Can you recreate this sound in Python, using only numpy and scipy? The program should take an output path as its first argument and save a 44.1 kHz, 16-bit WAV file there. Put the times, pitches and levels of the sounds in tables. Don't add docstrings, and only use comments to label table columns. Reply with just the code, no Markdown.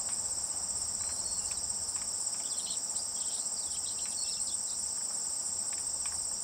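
import sys
import numpy as np
from scipy import signal
from scipy.fft import rfft, irfft, next_fast_len
from scipy.io import wavfile
from scipy.ndimage import uniform_filter1d, map_coordinates

SR = 44100
rng = np.random.default_rng(int(sys.argv[2]) if len(sys.argv) > 2 else 0)


def store_wav(level_fs):
    pcm = np.round(np.clip(np.atleast_2d(level_fs), -1, 1) * 32767)
    wavfile.write(sys.argv[1], SR, pcm.T.astype(np.int16))


N = 283563
T = np.arange(N) / SR

# time in seconds, rumble level in dB, road drone level in dB.
TRAFFIC_LEVELS = [(0, -58, -51.5), (.6, -58, -52), (1.2, -55, -52.5), (1.8, -58, -53), (2.4, -64.5, -53),
                  (3.7, -59.5, -54), (4.5, -60, -55), (5.3, -65.5, -53.5), (5.8, -59, -53.5),
                  (6.43, -59.5, -55)]
# frequency in Hz, relative level in dB per Hz.
RUMBLE_COLOUR = [(12, -33), (22, -4), (33, -9), (55, -5.5), (75, 2), (129, -11), (170, -14.5), (220, -60)]
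# frequency in Hz, relative level in dB per Hz.
ROAD_COLOUR = [(76, -36), (130, -14), (193, 0), (257, -5.5), (381, -8.5), (607, -4.5), (861, -2.5),
               (4200, -30.5), (5460, -56)]
# frequency in Hz, relative level in dB per Hz.
HISS_COLOUR = [(1500, -20), (2600, -2.5), (4000, 0.5), (9500, -6.5), (10800, 2.5), (12000, -3), (15600, 1)]
# frequency in Hz, gain in dB.
DIFFERENCE_GAIN = [(60, -47), (380, -16.5), (1000, -38.5), (2400, -7.5), (4400, -32), (15000, -58)]
# start in seconds, peak level in dB, brightness in dB per octave,
# length in seconds (the crackle falls 10 dB in it).
STEM_TICKS = [(.088, -36.5, -2, 0.03), (1.008, -40, -18, 0.011), (1.036, -37.5, -13, 0.018),
              (1.092, -37, -13, 0.021), (1.378, -46, -9, .02), (1.512, -34.5, -7, .018),
              (1.521, -40, 15, .012), (1.96, -37.5, -7, 0.045), (2.017, -37, -8, .012),
              (2.344, -37.5, -9, 0.027), (2.4, -40.5, 1, 0.02), (4.056, -35.5, -0.5, 0.029),
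              (4.974, -42.5, -18, .015), (5.009, -43.5, -12, 0.018), (5.106, -42, -20, .02),
              (5.727, -35.5, -3, .012), (5.736, -42, 13, .01), (5.779, -40, -3, 0.017),
              (6.056, -31, -4.5, 0.023), (6.12, -38.5, -17, .03), (6.313, -44.5, -17, 0.02)]
# frequency in Hz, width in Hz, level in dB.
STEM_MODES = [(1110, 270, 0), (1740, 290, -0.5), (2330, 440, 3), (3800, 1100, -1.5)]
# start, turn and end in seconds,
# first, turning and last pitch in Hz, level at the highest pitch in dB.
BIRD_NOTES = [(.518, .535, .551, 2980, 2950, 2980, -68), (0.994, 1.01, 1.08, 3780, 4030, 4170, -59),
              (1.089, 1.118, 1.132, 4150, 4220, 4330, -54), (1.132, 1.145, 1.184, 4250, 4110, 4200, -63),
              (1.18, 1.2, 1.21, 4170, 4390, 3950, -53.5), (1.246, 1.255, 1.312, 4300, 4430, 4380, -50),
              (1.312, 1.34, 1.357, 4360, 4470, 4360, -53), (1.357, 1.384, 1.392, 4360, 4384, 4100, -49),
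              (1.393, 1.428, 1.465, 2870, 2760, 2860, -61), (1.462, 1.476, 1.483, 4180, 4120, 4500, -56),
              (1.483, 1.492, 1.506, 4500, 4570, 4500, -52), (1.475, 1.52, 1.555, 6030, 6400, 6400, -56),
              (1.53, 1.55, 1.565, 4600, 4400, 4150, -56), (1.57, 1.573, 1.579, 4000, 3950, 3850, -55),
              (1.879, 1.888, 1.894, 4800, 4100, 4450, -54), (2.437, 2.445, 2.455, 3580, 2880, 3310, -54),
              (2.456, 2.465, 2.477, 3310, 3660, 2980, -51), (2.498, 2.506, 2.524, 5240, 4950, 3650, -42.5),
              (2.523, 2.536, 2.546, 3650, 3350, 3540, -52), (2.546, 2.553, 2.558, 3500, 3050, 4250, -49),
              (2.57, 2.581, 2.593, 4150, 4300, 3500, -50), (2.593, 2.6, 2.607, 3500, 3150, 2850, -50),
              (2.597, 2.605, 2.617, 4260, 3760, 3400, -48), (2.62, 2.629, 2.655, 3850, 4380, 4150, -52),
              (2.66, 2.67, 2.676, 3860, 3100, 2950, -47), (2.679, 2.684, 2.69, 3050, 3050, 3200, -47),
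              (2.672, 2.684, 2.697, 3950, 4170, 4400, -42.5), (2.69, 2.697, 2.712, 3200, 3620, 2890, -47),
              (2.698, 2.705, 2.712, 4420, 4280, 3900, -42), (2.712, 2.717, 2.723, 3300, 4290, 3390, -47),
              (2.723, 2.727, 2.733, 3400, 4220, 3600, -44), (2.733, 2.738, 2.746, 3600, 4050, 3350, -46),
              (2.746, 2.756, 2.761, 3370, 3020, 2150, -56), (2.95, 2.954, 2.957, 3050, 3050, 3060, -57),
              (2.957, 2.958, 2.961, 4050, 4100, 4150, -50), (2.962, 2.966, 2.97, 3400, 4300, 3050, -47),
              (2.977, 2.984, 2.989, 5300, 3590, 4300, -42), (2.989, 2.995, 3.007, 4700, 4800, 5040, -39.5),
              (3.161, 3.165, 3.17, 6330, 5200, 4320, -41), (3.162, 3.174, 3.182, 3450, 3180, 3350, -55.5),
              (3.182, 3.187, 3.198, 3350, 3700, 3250, -57), (3.2, 3.212, 3.214, 5000, 3250, 3100, -43.5),
              (3.259, 3.259, 3.27, 3000, 3250, 4800, -46), (3.27, 3.282, 3.284, 4900, 3250, 3100, -47),
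              (3.283, 3.302, 3.313, 3070, 3200, 3150, -52), (3.419, 3.424, 3.428, 4150, 4150, 4400, -52),
              (3.445, 3.449, 3.45, 4460, 4250, 4100, -50), (3.565, 3.574, 3.583, 5000, 4820, 4050, -43.5),
              (3.598, 3.605, 3.62, 4000, 4850, 4550, -46), (3.623, 3.637, 3.65, 4600, 3650, 5000, -47.5),
              (3.657, 3.669, 3.688, 5040, 3420, 3390, -48.5), (3.719, 3.734, 3.756, 4900, 3420, 4150, -47),
              (3.703, 3.735, 3.742, 3900, 2930, 3050, -57), (3.742, 3.76, 3.771, 3030, 3250, 2150, -51),
              (3.765, 3.769, 3.773, 4700, 4200, 3100, -50), (3.861, 3.865, 3.869, 3950, 3650, 3130, -43),
              (3.869, 3.87, 3.882, 3150, 3230, 5200, -44), (3.886, 3.891, 3.896, 4200, 4100, 3000, -40.5),
              (3.847, 3.852, 3.858, 2650, 2680, 2780, -62), (3.903, 3.911, 3.921, 5300, 2950, 3150, -45),
              (3.977, 3.994, 4.0, 2690, 2760, 2850, -59), (3.988, 3.994, 4.001, 4440, 3060, 3060, -43),
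              (4.001, 4.002, 4.011, 3060, 3040, 4700, -42), (4.022, 4.042, 4.062, 4150, 4120, 4000, -54),
              (4.072, 4.11, 4.145, 2710, 2610, 2760, -63), (4.11, 4.117, 4.124, 5000, 3500, 3050, -47),
              (4.122, 4.129, 4.134, 4500, 3450, 2700, -48), (4.174, 4.198, 4.232, 4550, 4360, 4435, -41),
              (4.235, 4.268, 4.28, 5450, 5150, 5400, -44), (4.279, 4.289, 4.335, 5400, 5440, 5250, -42),
              (4.336, 4.359, 4.395, 5250, 5300, 5580, -45.5), (4.239, 4.28, 4.318, 2660, 2730, 2670, -59.5),
              (4.24, 4.252, 4.259, 4300, 3450, 3700, -53), (4.259, 4.272, 4.285, 3700, 3070, 4400, -48),
              (4.285, 4.297, 4.305, 4320, 3700, 4700, -45), (4.32, 4.335, 4.344, 4920, 4040, 3450, -40),
              (4.367, 4.372, 4.376, 4460, 3500, 2760, -48), (4.368, 4.38, 4.395, 2730, 2760, 2820, -60),
              (4.387, 4.397, 4.43, 6100, 4150, 4450, -44), (4.404, 4.412, 4.416, 4600, 5100, 5900, -45),
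              (4.471, 4.48, 4.484, 5280, 4150, 3300, -39), (4.493, 4.501, 4.514, 4300, 3470, 3400, -45),
              (4.513, 4.528, 4.537, 3410, 3700, 2600, -51), (4.676, 4.682, 4.696, 3900, 4150, 3600, -50),
              (4.696, 4.702, 4.711, 3600, 5000, 3600, -44), (4.71, 4.719, 4.725, 3600, 3600, 4300, -51),
              (4.884, 4.886, 4.911, 6350, 6230, 5300, -46)]
# start in seconds, length in seconds, first pitch in Hz, last pitch in Hz,
# pitch swing in Hz, level in dB.
BIRD_BUZZES = [(2.653, 0.024, 4270, 3730, 603, -45), (2.71, .04, 4000, 3700, 601, -48.5),
               (3.215, 0.035, 3340, 3350, 280, -49.5), (3.299, 0.13, 4010, 4690, 557, -48),
               (3.298, 0.073, 3190, 3500, 350, -56.5), (3.913, .024, 4200, 4150, 300, -52),
               (4.484, .018, 4800, 4000, 405, -45), (4.724, .033, 4100, 4190, 300, -55)]
CHIRP_TIMES = [.108, .441, .772, 1.12, 1.426, 1.877, 2.202, 2.587, 2.968, 3.355, 3.713, 4.089, 4.437, 4.777,
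               5.129, 5.441, 5.787, 6.13, 6.417]
# beat at the start in strokes, pace in strokes a
# second, change of pace in strokes a second per second, pitch in Hz, fall in Hz, stroke length in
# seconds, level in dB.
TREE_SINGERS = [(-.1, 75.74, .14, 5750, 500, 0.0097, -54.5), (-0.306, 70.02, -.06, 5500, 500, .01, -56),
                (.32, 81.37, -.02, 5750, 500, .008, -55.5), (-.22, 72.5, -.08, 5300, 490, .009, -56)]
# frequency in Hz, relative level in dB per Hz.
FAR_TREE_COLOUR = [(2470, -54), (4400, -19.5), (4840, -4.5), (5600, 4.5), (5930, -1.5), (6190, -14),
                   (6500, -22), (8450, -49)]
# beat at the start in strokes, pace at the start in
# strokes a second, change of pace in strokes a second per second, pitch in Hz, fall in Hz, stroke
# length in seconds, level in dB.
NEAR_SINGERS = [(-.165, 15.898, .0196, 7720, 900, .026, -43), (.03, 15.86, -.0112, 8360, 450, .022, -43),
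                (-.38, 14.54, 0, 8240, 350, .02, -48), (-0.079, 14.331, -.0032, 8400, 380, .017, -50),
                (0.492, 15.862, -.012, 8720, 200, .015, -60), (.42, 14.92, 0, 8150, 350, .02, -50.5)]
# frequency in Hz, relative level in dB per Hz.
FAR_GROUND_COLOUR = [(6000, -51), (6450, -19), (6900, -9.5), (7300, -2), (7650, 1.5), (8300, -5),
                     (8750, -7), (9000, -22), (9350, -48)]

TOP_HZ = 15750
JOIN = 66
WAVER_HZ = 22
SOFTER_DB_PER_KHZ, ROUND = 6, 1.393


def amp(db):
    return 10 ** (np.asarray(db) / 20)


def unit(x):
    return x / np.sqrt(np.mean(x ** 2) + 1e-20)


def along(points, hz):
    f, value = np.transpose(points)
    return np.interp(np.log(hz + 1), np.log(f + 1), value)


def wobble(rate):
    knots = rng.standard_normal(int(N * rate / SR) + 4)
    return map_coordinates(knots, [T * rate])


def filtered(x, response):
    m = next_fast_len(N + SR // 2)
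    return irfft(rfft(x, m) * response(np.fft.rfftfreq(m, 1 / SR)), m)[..., :N]


def rush(spectrum, patchy_db):
    z = signal.stft(rng.standard_normal(N), nperseg=256)[2]
    field = uniform_filter1d(rng.standard_normal(z.shape), 3, 0)
    field = uniform_filter1d(field, 8, 1)
    noise = signal.istft(z * amp(patchy_db * unit(field)), nperseg=256)[1][:N]
    return unit(filtered(noise, lambda hz: amp(along(spectrum, hz))))


def reeds(x, wet_db, t60):
    t = np.arange(SR // 4) / SR
    tail = rng.standard_normal(len(t)) * amp(-60 * t / t60)
    return x + amp(wet_db) * signal.fftconvolve(x, tail / np.linalg.norm(tail))[:N]


def strokes(beat, rate, hz, fall_hz, length, scatter_db, lower_db=-7):
    from_centre = (beat + .5) % 1 - .5
    u = np.clip(from_centre / (rate * length) + .45, 0, 1)
    number = np.round(beat - np.floor(beat.min())).astype(int)
    size, detune = rng.standard_normal((number.max() + 1, 2)).T
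    rise = np.clip(1 - u / .3, 0, 1)
    slide = np.clip((u - .48) / .52, 0, 1)
    pitch = hz + 30 * detune[number] - 250 * rise ** 2 - fall_hz * slide ** 1.4
    shape = np.clip(np.minimum(u / 0.39, (1 - u) / 0.067), 0, 1) * amp(-13 * fall_hz / 1000 * slide)
    phase = 2 * np.pi * np.cumsum(pitch) / SR
    wings = np.sin(phase) + amp(lower_db) * np.sin(0.966 * phase + 3 * detune[number])
    level = amp(scatter_db * size[number] + 1.87 * wobble(250))
    return unit(level * shape * wings)


def background():
    s, rumble_db, road_db = np.transpose(TRAFFIC_LEVELS)
    rumble_level = amp(np.interp(T, s, rumble_db) + 1.7 * wobble(3.44))
    rumble = rumble_level * rush(RUMBLE_COLOUR, patchy_db=.5)
    road = amp(np.interp(T, s, road_db)) * rush(ROAD_COLOUR, patchy_db=1.0)
    return rumble + road + amp(-56.5) * rush(HISS_COLOUR, patchy_db=2.0)


def ticks():
    out = np.zeros(N + SR)
    t = np.arange(SR // 8) / SR
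    f = np.fft.rfftfreq(len(t), 1 / SR)
    for s, db, bright_db, length in STEM_TICKS:
        lumps = amp(3.4 * np.repeat(rng.standard_normal(64), len(t) // 64 + 1)[:len(t)])
        snap = amp(-8 - 26 * t / 0.0063)
        crackle = lumps * amp(-15 - 10 * t / length)
        force = rng.standard_normal(len(t)) * (snap + crackle) + 1.55 * (t == 0)
        body = 0
        for k, (centre, width, level) in enumerate(STEM_MODES):
            mode_db = level + rng.normal(0, 1.4) + bright_db * max(0, np.log2(centre / 1650))
            resonance = 1j * f * width / (centre * centre - f * f + 1j * f * width)
            body = body + (-1) ** k * amp(mode_db) * resonance
        soft = (1 + 1j * f / (4600 * 2 ** (bright_db / 14))) ** -2
        tick = irfft(rfft(force) * soft * body, len(t))
        out[round(s * SR):][:len(t)] += amp(db) * tick / np.abs(tick).max()
    return out[:N]


def whistles():
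    out, waver = np.zeros(N), WAVER_HZ * wobble(80)
    carried = {}
    for start, turn, end, first_hz, turn_hz, last_hz, db in BIRD_NOTES:
        cut = slice(round(start * SR) - JOIN, round(end * SR) + JOIN)
        t = T[cut]
        edge = np.clip(np.minimum(t - t[0], t[-1] - t) * SR / (2 * JOIN), 0, 1)
        away = np.interp(t, [start, turn, end], [1, 0, 1]) ** ROUND
        outer_hz = np.where(t < turn, first_hz, last_hz)
        hz = uniform_filter1d(turn_hz + (outer_hz - turn_hz) * away, size=60)
        phase = 2 * np.pi * np.cumsum(hz + waver[cut]) / SR
        phase += carried.get(round(start, 2), 0) - phase[JOIN]
        carried[round(end, 2)] = phase[-JOIN]
        drop_khz = (hz.max() - hz) / 1000
        tone = np.sin(phase) + amp(-23) * np.sin(2 * phase)
        out[cut] += np.sqrt(2) * amp(db - SOFTER_DB_PER_KHZ * drop_khz) * edge * tone
    return out


def buzzes():
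    out = np.zeros(N)
    for s, length, first_hz, last_hz, swing_hz, db in BIRD_BUZZES:
        u = np.clip((T - s) / length, 0, 1)
        cycle = 2 * np.pi * np.cumsum(185 + 30 * wobble(60)) / SR
        shake = np.sin(cycle) + .7 * wobble(500)
        upstroke = .72 + .28 * np.cos(cycle)
        pitch = first_hz + (last_hz - first_hz) * u + swing_hz * shake
        tone = np.sin(2 * np.pi * np.cumsum(pitch) / SR)
        out += np.sqrt(2) * amp(db) * np.sin(np.pi * u) ** 0.3 * upstroke * tone
    return out


def birds():
    flutter = amp(2.1 * wobble(260))
    return reeds((whistles() + buzzes()) * flutter, wet_db=-8.0, t60=0.17)


def high_cricket():
    out = np.zeros(N)
    for s in CHIRP_TIMES:
        beat = (T - s) / 0.0088
        u = (beat + .5) % 1
        number = np.clip(np.round(beat + 1).astype(int), 0, 6)
        size = amp(rng.normal(0, 1.2, 7) - [9, 2, 0, 0, 0, 0, 1.5])
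        start = 2 * np.pi * rng.random() + rng.normal(0, 1.6, 7)
        on = (beat > -1.5) & (beat < 5.5)
        phase = start[number] + 2 * np.pi * np.cumsum(9210 - 250 * u) / SR
        out += on * amp(-38.5) * size[number] * np.sin(np.pi * u) ** 0.93 * np.sin(phase)
    return reeds(out, wet_db=-12, t60=0.058)


def tree_crickets():
    trill = 0
    for start, rate, change, hz, fall, length, db in TREE_SINGERS:
        swell = amp(db + 1.2 * wobble(1.49))
        beat = start + (rate + change * T / 2) * T + .12 * wobble(1.5)
        trill = trill + swell * strokes(beat, rate, hz, fall, length, scatter_db=1.5)
    far = amp(-47.0 + 0.5 * wobble(2.9)) * rush(FAR_TREE_COLOUR, patchy_db=1.16)
    return reeds(trill, wet_db=-7.5, t60=0.18) + far


def ground_crickets():
    near = 0
    for start, rate, change, hz, fall, length, db in NEAR_SINGERS:
        beat = start + (rate + change * T / 2) * T
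        near = near + amp(db) * strokes(beat, rate, hz, fall, length, scatter_db=1.5)
    middle = 0
    for k, (pace, place, start) in enumerate(rng.random((8, 3))):
        *_, hz, fall, length, _ = NEAR_SINGERS[k % 2]
        rate = 12.5 + 5 * pace
        beat = rate * T + start + .2 * wobble(1.2)
        middle = middle + strokes(beat, rate, hz + 300 * (place - .5), fall, length, scatter_db=0.5)
    crowd = amp(-42.5) * rush(FAR_GROUND_COLOUR, patchy_db=2.5)
    return reeds(near + amp(-47) * unit(middle), wet_db=-8.5, t60=0.14) + crowd


def scene():
    mid = background() + ticks() + birds() + high_cricket() + tree_crickets() + ground_crickets()
    difference = filtered(background(), lambda hz: amp(along(DIFFERENCE_GAIN, hz)))
    return np.array([mid + difference, mid - difference])


def record(dry):
    return filtered(dry, lambda hz: hz < TOP_HZ)


dry = scene()
out = record(dry)
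store_wav(out)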